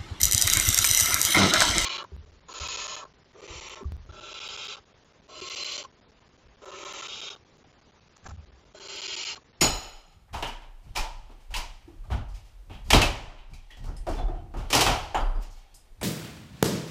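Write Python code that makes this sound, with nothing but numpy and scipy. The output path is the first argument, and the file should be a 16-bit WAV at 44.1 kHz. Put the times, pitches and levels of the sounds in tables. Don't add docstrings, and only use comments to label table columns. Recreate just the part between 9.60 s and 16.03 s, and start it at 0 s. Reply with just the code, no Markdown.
import sys
import numpy as np
from scipy import signal
from scipy.fft import rfft, irfft, next_fast_len
from scipy.io import wavfile
from scipy.ndimage import uniform_filter1d

SR = 44100
rng = np.random.default_rng(int(sys.argv[2]) if len(sys.argv) > 2 else 0)


def to_linear_factor(level_db):
    exponent = np.asarray(level_db, float) / 20
    return 10 ** exponent


def to_wav(sig):
    pcm = np.clip(np.atleast_2d(sig), -1, 1) * 32767
    pcm = np.round(pcm).astype(np.int16)
    wavfile.write(sys.argv[1], SR, pcm.T)


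N = 283563


def walk(rate_hz, size=N):
    hold = int(SR / rate_hz)
    held = np.repeat(rng.standard_normal(size // hold + 1), hold)
    return 1.3 * uniform_filter1d(uniform_filter1d(held, hold), hold)[:size]


def fade(x, tau_s):
    return signal.lfilter([1], [1, -np.exp(-1 / (max(tau_s, 1e-4) * SR))], x)


def swells(s, db, t60_s, rise_db_s):
    step = 64
    late_s = np.arange(0, N + step, step) / SR - np.array(s)[:, None]
    fall_db = np.maximum(-rise_db_s * late_s, 60 * late_s / np.array(t60_s)[:, None])
    power = np.sum(to_linear_factor(np.array(db)[:, None] - fall_db) ** 2, axis=0)
    return np.interp(np.arange(N) / step, np.arange(late_s.shape[1]), np.sqrt(power))


def body(x, modes):
    hz = np.arange(1, 4098) * SR / 8192
    power = 0
    for f_hz, width_hz, db in modes:
        detune = (hz - f_hz * f_hz / hz) / width_hz
        power = power + to_linear_factor(db) ** 2 / (1 + detune ** 2) ** 1.42
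    cepstrum = irfft(np.log(power) / 2)
    cepstrum[1:4096] *= 2
    cepstrum[4097:] = 0
    response = irfft(np.exp(rfft(cepstrum)))
    return signal.oaconvolve(x, response / np.sqrt(np.sum(response ** 2)))[:len(x)]


def add_mode(out, start_s, hz, db, t60_s, rough, waver_hz):
    part = out[int(start_s * SR):][:SR]
    t = np.arange(len(part)) / SR
    waver = 1 + rough * (walk(waver_hz, size=len(t)) + 1j * walk(waver_hz, size=len(t)))
    waver *= 1 - np.exp(-t * hz / 2)
    part += to_linear_factor(db - 60 * t / t60_s) * np.imag(waver * np.exp(2j * np.pi * hz * t))


def zones(size):
    # [f/Hz, t60/s]
    room_t60 = [(100, 0.29), (500, 0.43), (1000, 0.44), (3000, 0.37), (6000, 0.31), (10000, 0.22),
                (15000, 0.2)]
    noise = rfft(rng.standard_normal(size))
    log_hz = np.log(np.arange(size // 2 + 1) * SR / size + 1)
    at = np.log(np.array(room_t60)[:, 0])
    return [(irfft(noise * np.interp(log_hz, at, one), size), t60_s)
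            for one, (_, t60_s) in zip(np.eye(len(at)), room_t60)]


def room():
    t = np.arange(SR) / SR
    return sum(z * to_linear_factor(-60 * t / t60_s) for z, t60_s in zones(size=SR))


def decay(power, t60_s):
    tau_s = t60_s / np.log(1e6)
    return np.sqrt(fade(power, tau_s) + to_linear_factor(-14.5) ** 2 * fade(power, 2.284 * tau_s))


def hush():
    # [f/Hz, density/dB]
    hush_bands = [(40, -3), (100, -5), (192, -9.5), (360, -6.5), (1000, -11.5), (2460, -18.5),
                  (8180, -24.5), (15400, -29)]
    level_db, whine_hz, whine_db = -62.5, 8650, -82
    size = next_fast_len(N)
    log_hz = np.log(np.arange(size // 2 + 1) * SR / size + 1)
    at_hz, db = np.transpose(hush_bands)
    shape = to_linear_factor(np.interp(log_hz, np.log(at_hz), db, -90, -90))
    noise = irfft(rfft(rng.standard_normal(size)) * shape, size)[:N]
    noise *= to_linear_factor(level_db) / np.sqrt(np.mean(noise ** 2))
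    whine = to_linear_factor(whine_db) * np.sin(2 * np.pi * whine_hz * np.arange(N) / SR)
    return noise * to_linear_factor(0.73 * walk(0.85)) + whine


def joists():
    # [t/s, level/dB, f/Hz, t60/s]
    weight_shifts = [(.09, -26.5, 35.6, 0.49), (.36, -48, 29, 0.91), (.77, -39, 30.5, 0.88),
                     (.86, -40.5, 29.9, 1.7), (1.11, -41.5, 30.26, 0.64), (1.31, -41.5, 27.9, 1.1),
                     (1.41, -24.5, 27.5, 0.22), (1.5, -35.5, 31, 1.1), (1.95, -26, 29.5, 0.6),
                     (2.42, -35.5, 32.97, 0.26), (2.56, -31, 38.4, 1.4), (2.99, -47.5, 42.5, 1.9),
                     (3.15, -44, 35, 1.1), (3.26, -36.5, 34.7, 0.93), (3.38, -26.5, 35.3, 1.3),
                     (3.92, -37, 28.36, 0.48), (4.1, -48.5, 29.5, 0.27), (4.19, -37.5, 35, 0.98),
                     (4.29, -33, 33.6, .15), (4.409, -33.5, 35.8, 0.22), (4.53, -26.5, 32.9, 0.38),
                     (4.64, -23, 33.1, 0.6), (4.98, -32.5, 33.34, 1.35), (5.34, -30.5, 32.7, 0.42),
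                     (5.6, -24, 31.74, .9), (5.66, -22.5, 31, 0.34), (5.78, -24, 31.7, 0.18),
                     (5.85, -36, 30.96, 0.63), (6.16, -48, 26.94, .4), (6.321, -49, 25.5, 0.87)]
    s, db, hz, t60_s = np.transpose(weight_shifts)
    hz = np.interp(np.arange(N) / SR, s, hz)
    lurch = .95 + 0.63 * (walk(50) + 1j * walk(50))
    swing = np.imag(lurch * np.exp(2j * np.pi * np.cumsum(hz) / SR))
    return np.sqrt(2) * swells(s, db, t60_s, rise_db_s=241) * swing


def floorboards():
    # [t/s, level/dB, t60/s]
    footfalls = [(.045, -29, .5), (0.569, -51.5, 1.14), (0.75, -32.5, 0.31), (.81, -53.5, 2),
                 (1.27, -43, 1.3), (1.56, -53.5, 1.7), (1.929, -45, 1.27), (2.26, -49.5, 1.87),
                 (2.46, -49, 0.33), (2.541, -17, 0.22), (2.61, -33.5, 0.44), (2.74, -50.5, 1.2),
                 (3.11, -39, 0.56), (3.28, -33.5, 0.17), (3.35, -12, 0.35), (3.449, -27, 0.65),
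                 (3.929, -42, 0.43), (4.21, -38.5, 1.1), (4.28, -32.5, 0.42), (4.491, -31.5, 1),
                 (4.71, -38.5, 2.1), (4.989, -31.5, 0.54), (5.17, -32.5, 1.27), (5.28, -21, 0.3),
                 (5.399, -37, 0.55), (5.59, -38, 0.45), (5.71, -41, 0.94), (6.119, -59.5, 2.4),
                 (6.43, -33, 0.33)]
    band = signal.butter(2, (36, 100), "bandpass", fs=SR, output="sos")
    rumble = signal.sosfilt(band, rng.standard_normal(N))
    rumble = rumble / np.sqrt(uniform_filter1d(rumble ** 2, SR // 20))
    return rumble * swells(*np.transpose(footfalls), rise_db_s=448)


def grit():
    # [t/s, level/dB, t60/s]
    shuffles = [(0.089, -31.5, 0.8), (.91, -53.5, .45), (1.36, -54.5, 0.72), (1.7, -61.5, 3.8),
                (2.298, -62, 4.5), (2.699, -58.5, 1.8), (3.099, -71.5, 2.86), (3.469, -64, 1.2),
                (3.96, -54, 4.2), (4.301, -59, 4.4), (4.57, -56.5, 1.2), (5.009, -59.5, 1.48),
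                (5.28, -25, 0.62), (5.65, -54, 2.95), (5.96, -56.5, 2.3)]
    grains = rng.standard_normal(N) * (rng.random(N) < .02) * to_linear_factor(3.9 * rng.exponential(size=N))
    rustle = body(grains, [(795, 120, 13.0), (2700, 2000, 5.5), (6300, 3600, -12.5), (12000, 2000, -28.0)])
    return rustle / np.std(grains) * swells(*np.transpose(shuffles), rise_db_s=109) * to_linear_factor(-36.5)


def pings():
    # [t/s, level/dB, f/Hz, t60/s]
    clean_rings = [(.016, -20, 6848, 0.15), (.036, -27, 6848, 0.11), (.075, -34, 6848, 0.21),
                   (2.275, -45, 336, 0.18), (2.285, -57.5, 795, .12), (2.44, -58, 1210, 0.11),
                   (2.452, -55, 870, .1), (2.51, -49, 2920, 0.23), (2.53, -46, 1460, 0.17),
                   (3.3062, -14, 2270, .03), (3.331, -13, 3220, 0.056), (3.345, -20, 3820, .07),
                   (3.427, -20.5, 2626, 0.13), (3.44, -29.5, 565, 0.34), (4.48, -28, 677, .12),
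                   (4.583, -48, 740, .12), (4.606, -34, 726, .15), (4.682, -44, 736, .15),
                   (4.739, -46, 717, 0.14), (4.793, -46, 708, .15), (4.79, -59.5, 3074, 0.12),
                   (5.152, -28, 5030, .08), (5.209, -24, 3000, .06), (5.264, -20, 2600, .06),
                   (3.34, -22, 400, .15), (5.27, -22, 797, .15), (4.103, -48, 1890, .12),
                   (4.19, -62, 1890, .8), (5.215, -26, 4000, .1), (5.216, -28, 5300, .1),
                   (5.28, -28, 140, .3)]
    # [t/s, level/dB, f/Hz, t60/s]
    squeaks = [(4.567, -46, 3500, .1), (4.59, -51, 3480, .1), (4.59, -54, 4060, .14), (4.61, -49, 3450, .1),
               (4.66, -60, 3500, .12), (4.682, -60, 3500, .1), (5.608, -51, 4770, .25),
               (5.752, -64, 4830, .3), (4.112, -58, 3300, .15), (4.135, -62, 3350, .2),
               (3.94, -61, 3900, .2)]
    # [t/s, level/dB, f/Hz, t60/s, waver/Hz]
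    rough_bands = [(.03, -41, 800, .8, 400), (.05, -46, 1280, .9, 400), (.05, -47, 587, .7, 200),
                   (.03, -47, 2600, .8, 500), (.05, -54, 1900, .8, 1000), (.015, -42, 4000, .6, 700),
                   (.015, -47, 5600, .6, 1200), (.826, -52, 1670, .6, 500), (.826, -50, 3150, .5, 800),
                   (.826, -54, 1310, .5, 300), (.826, -53, 2280, .4, 600), (.69, -70, 1800, .3, 1500),
                   (1.945, -49, 2380, .4, 500), (1.945, -53, 2860, .4, 400), (3.105, -64, 2800, .6, 500),
                   (3.125, -65, 3240, .5, 500), (3.135, -50, 180, .3, 60), (3.335, -30, 140, .45, 50),
                   (4.11, -66, 2900, .4, 500), (4.14, -60, 1890, .12, 150), (4.365, -68, 1900, .3, 400),
                   (4.487, -65, 9600, .25, 2000), (4.487, -66, 8100, .2, 1500), (4.49, -63, 5200, .2, 600),
                   (4.567, -60, 2600, .2, 800), (5.13, -31, 900, .25, 500), (5.165, -34, 900, .2, 500),
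                   (5.3, -48, 5300, .5, 2000), (5.33, -36, 850, .5, 500), (5.546, -50, 6900, .2, 1500),
                   (5.546, -43, 3000, .35, 900), (5.6, -72, 9500, 1, 6000), (5.82, -64, 13000, .1, 6000),
                   (5.9, -69, 6700, .3, 1800), (5.96, -79, 13300, .25, 2500), (.45, -66, 160, .5, 60),
                   (5.75, -55, 220, .4, 80), (5.13, -35, 140, .4, 50), (3.34, -30, 380, .3, 150),
                   (3.34, -30, 4300, .3, 2000)]
    out = np.zeros(N)
    for s, db, hz, t60_s in clean_rings:
        add_mode(out, s, hz, db, t60_s, rough=.5, waver_hz=89.5)
    for s, db, hz, t60_s in squeaks:
        add_mode(out, s, hz, db, t60_s, rough=1, waver_hz=260)
    for s, db, hz, t60_s, waver_hz in rough_bands:
        add_mode(out, s, hz, db - 19, t60_s, rough=20, waver_hz=waver_hz)
    return out


def rings():
    # [f/Hz, level/dB, t60/s]
    bar_modes = [(2110, -15, .3), (2649, -14, .35), (2982, -13, .7), (4102, -13, .75), (4468, -19, .6),
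                 (4667, -19, .6), (5068, -13, .7), (5233, -17, .75), (5351, -15, .65), (5469, -14, .4),
                 (5803, -22, .6), (6848, -8, .66), (6885, -8, .45), (6802, -11, .5), (8016, -17, .45),
                 (8812, -22, .45), (10570, -21, .4), (11570, -21, .22), (12020, -24, .62), (14550, -26, .3)]
    # [t/s, level/dB, f/Hz, t60/s]
    ticks = [(.742, -43.5, 900, 0.5), (.826, -40.5, 952, 0.52), (.826, -41, 2960, 0.37),
             (1.362, -37.5, 893, 0.6), (1.362, -34.5, 2437, 0.19), (1.362, -43, 5320, 0.24),
             (1.945, -38, 960, 0.4), (1.95, -48, 3950, 0.27), (1.95, -55, 4960, 0.2),
             (2.278, -48, 320, 0.33), (2.278, -63, 428, 0.3), (.014, -30.5, 160.2, 0.33),
             (2.506, -27, 97.8, 0.49), (3.335, -27, 76.4, 0.29), (3.934, -58, 2400, 0.34),
             (4.106, -61, 1877, 0.39), (4.11, -62, 3206, 0.45), (4.366, -58, 5100, 0.15),
             (4.472, -32.5, 643, 0.23), (4.53, -61, 5350, 0.35), (4.582, -41.5, 746.6, 0.51),
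             (3.345, -26.5, 261.4, 0.21), (4.685, -45.5, 724, 0.67), (4.69, -43.5, 335.2, 0.59),
             (5.548, -33, 817, 0.25), (6.146, -64, 5070, 0.3), (6.412, -47, 8660, 0.14),
             (6.412, -47.5, 2290, .2), (4.366, -60, 8700, .3), (6.144, -58, 8100, .3),
             (6.146, -65, 11500, 0.24)]
    strike_s, bar_db = 0.011, -27
    grip_db, grip_share = 11.5, 0.43
    out = np.zeros(N)
    for hz, db, t60_s in bar_modes:
        add_mode(out, strike_s, hz, bar_db + db, t60_s, rough=2.0, waver_hz=220)
        add_mode(out, strike_s, hz, bar_db + grip_db + db, grip_share * t60_s, rough=.8, waver_hz=120)
    for s, db, hz, t60_s in ticks:
        waver_hz = min(hz / 3, 500) if hz < 8000 else 5000
        add_mode(out, s, hz, db, t60_s, rough=2.0, waver_hz=waver_hz)
    return out


def blows():
    # [t/s, crack/dB, splinters over crack/dB, boards over crack/dB]
    thuds = [(.0084, -19.5, -12, -19.5), (0.0135, -18, -2, -6.5), (.8701, -39, -5, -7),
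             (1.261, -77, -7, 16), (1.694, -73, -7, 20.5), (3.096, -47.5, -20, 0), (3.3402, -29, -23, 7.5),
             (4.106, -45, -12, -14.5), (4.1694, -54.5, -2.5, -2), (4.266, -64, 4, 17), (4.285, -66, 4, 18),
             (4.467, -42, -8, 9), (4.475, -46, -9, 6), (4.488, -43, -3, 6), (4.51, -48, -2, 4),
             (4.55, -52, 0, 3), (4.567, -50, -6, 0), (4.5286, -41, -12.5, -14), (4.582, -49, -12, 11),
             (4.6814, -62, -20, 20), (4.748, -57, -15, 5), (4.9389, -54, -24, 16), (4.969, -46, -6, 2),
             (5.102, -25.5, -4.5, -9.5), (5.128, -12, -8.5, -14), (5.136, -18, -6, -10),
             (5.588, -64.5, -2, 24.5), (5.75, -62, -24, 18)]
    taps = [(.023, -27.5, -14, -1), (0.6802, -69.5, -14, 11.5), (0.7403, -35, -16, 4),
            (1.0194, -47, -19, -4), (1.359, -22.5, -9, -13.5), (1.373, -35, 4, 4),
            (1.9396, -21, -12.5, -27), (1.9645, -33, 2, -1.5), (2.279, -71, 1, 14), (2.518, -39, -14.5, 1),
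            (1.905, -49, -8, 0), (3.935, -49.5, -2, -9), (5.5449, -31, -26, 11), (5.82, -50, -3, -13),
            (5.828, -52, 0, -13), (5.549, -40, -14, 7), (5.575, -42, -10, 9)]
    splits = [(0.8247, -16, -16.5, -6.5), (2.5016, -42, -27, 11), (3.3313, -0.2, -10.5, -6),
              (3.416, -6, -9.5, -10.5), (3.4494, -43, -1, -1), (4.2403, -46, -1, 3), (4.255, -52, 5, 5),
              (4.3671, -57, 7, -10.5), (5.1502, -31, 21, 20), (5.1904, -11, -7.5, -5),
              (5.208, -7, -3.5, -6.5), (5.2338, -35, 11.5, 7), (5.2638, -11, -10, 0), (5.298, -20, -12, 3),
              (6.142, -64, 16.5, -1.5)]
    dry_splits = [(3.3032, -9, -5.5, -16), (3.3053, -2, -6.5, -13.5), (3.3288, -7, -14.5, -6),
                  (3.346, -12, -13.5, -0.5), (5.176, -14, -4, -3), (5.272, -12, -11, -3),
                  (0.0248, -15, -6, -2), (0.04, -21, -2.5, 2), (6.413, -30, -7.5, 8), (5.1297, -14, -6, -4),
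                  (5.215, -14, -3, -8), (5.238, -21, -4, -6), (5.286, -18, -8, -2), (5.317, -22, -8, 0),
                  (4.364, -58, 3, -5)]
    scuffs = [(.727, -29.5, -11.5, -4.5), (1.349, -24.5, -8.5, -6), (2.432, -59.5, -6, 7),
              (2.504, -33.5, -13.5, 1.5), (3.1, -40.5, -18, -7), (3.123, -42, -16.5, -8.5),
              (1.225, -57, -6, -10), (1.795, -53.5, -8, -10), (1.903, -44, -7, -1), (2.68, -60, 4, 6.5),
              (2.737, -45.5, -5, -15.5), (2.843, -53, -5.5, -13), (3.24, -62, 8, -5),
              (3.252, -48, -7.5, -2), (3.275, -50, 3, -5), (.765, -50, 5, -5), (.855, -52, 5, -5),
              (3.77, -45, -30, -14), (3.895, -60.5, -2, 2), (4.975, -42, -8.5, 5), (5.8, -54, 0, -8),
              (5.813, -47, -10, -10), (5.9, -61.5, 9, -5), (5.96, -59.5, 3, -5)]
    # [wall over boards/dB, snap over echo/dB, rub/s]
    kinds = [
        (4, -1.5, 0),
        (-10, -1, 0),
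        (-6.5, 6.5, 0),
        (-10, 12.5, 0),
        (-10, -30, 0.0072),
    ]
    # [f/Hz, width/Hz, level/dB]
    crack_modes = [(1835, 670, -4), (2400, 650, 1), (2993, 800, 2), (3870, 310, -5.5)]
    splinter_modes = [(4840, 2000, 3.5), (6530, 3400, -1), (9900, 1600, -8), (13800, 3600, -12.5)]
    board_modes = [(614, 89, -1), (803, 320, 3), (960, 130, -6.5), (1267, 370, -4)]
    wall_modes = [(131, 20, 1), (247, 50, -2), (324, 120, -3), (407, 180, -5)]
    rise_s, snap_s, build_s = 0.00039, 0.0036, 0.0015

    rows = []
    for table, kind in zip((thuds, taps, splits, dry_splits, scuffs), kinds):
        rows += [(*row, *kind) for row in table]
    s, crack_db, bright_db, deep_db, wall_db, snap_db, rub_s = np.transpose(rows)
    at = (s * SR).astype(int)
    hard = rub_s == 0
    swell_s = rub_s.max()
    # level/dB, modes, trim/dB, slowness
    bodies = [(crack_db, crack_modes, -10, 1.2),
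              (crack_db + bright_db, splinter_modes, -3.5, 0.42),
              (crack_db + deep_db, board_modes, -3.5, 0.82),
              (crack_db + deep_db + wall_db, wall_modes, -5.5, 3.5)]

    grain = rng.standard_normal(N) * to_linear_factor(3.3 * rng.standard_normal(N)) * 0.66
    noise = zones(size=next_fast_len(N))
    out = 0
    for db, modes, trim_db, slow in bodies:
        echo, rub, snap = np.zeros((3, N))
        echo[at[hard]] = to_linear_factor(db + trim_db - snap_db)[hard] ** 2
        snap[at[hard]] = to_linear_factor(db + trim_db)[hard] ** 2
        rub[at[~hard]] = to_linear_factor(db + trim_db)[~hard] ** 2
        echo = echo + fade(fade(rub, swell_s), swell_s) / (swell_s * SR) ** 2
        built = fade(echo, build_s * slow) / (build_s * slow * SR)
        tail = sum(z[:N] * decay(built, t60_s) for z, t60_s in noise)
        sharp = fade(fade(snap, rise_s) / (rise_s * SR), snap_s * slow)
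        out = out + body(tail + grain * np.sqrt(sharp), modes)
        noise = [(np.roll(z, SR), t60_s) for z, t60_s in noise]
        grain = np.roll(grain, SR)
    return out


def scene():
    duck_db, duck_at_db, duck_back_s = -13.5, -34.5, .17
    floor = signal.fftconvolve(grit(), room())[:N] + joists() + floorboards()
    work = blows() + rings() + pings()
    loud = fade(work ** 2, duck_back_s) / (duck_back_s * SR)
    duck = to_linear_factor(duck_db * loud / (loud + to_linear_factor(duck_at_db) ** 2))
    return (work + floor + duck * hush())[None]


def roll_off(x):
    return signal.sosfilt(signal.butter(12, 16500, fs=SR, output="sos"), x)


def record(dry):
    limit, knee, top_hz = .5, 4, 15400
    limited = 0.75 * dry / (1 + np.abs(0.63 * dry / limit) ** knee) ** (1 / knee)
    low_pass = signal.ellip(12, .2, 70, top_hz, fs=SR, output="sos")
    return roll_off(signal.sosfilt(low_pass, limited))


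dry = scene()
out = record(dry)
to_wav(out)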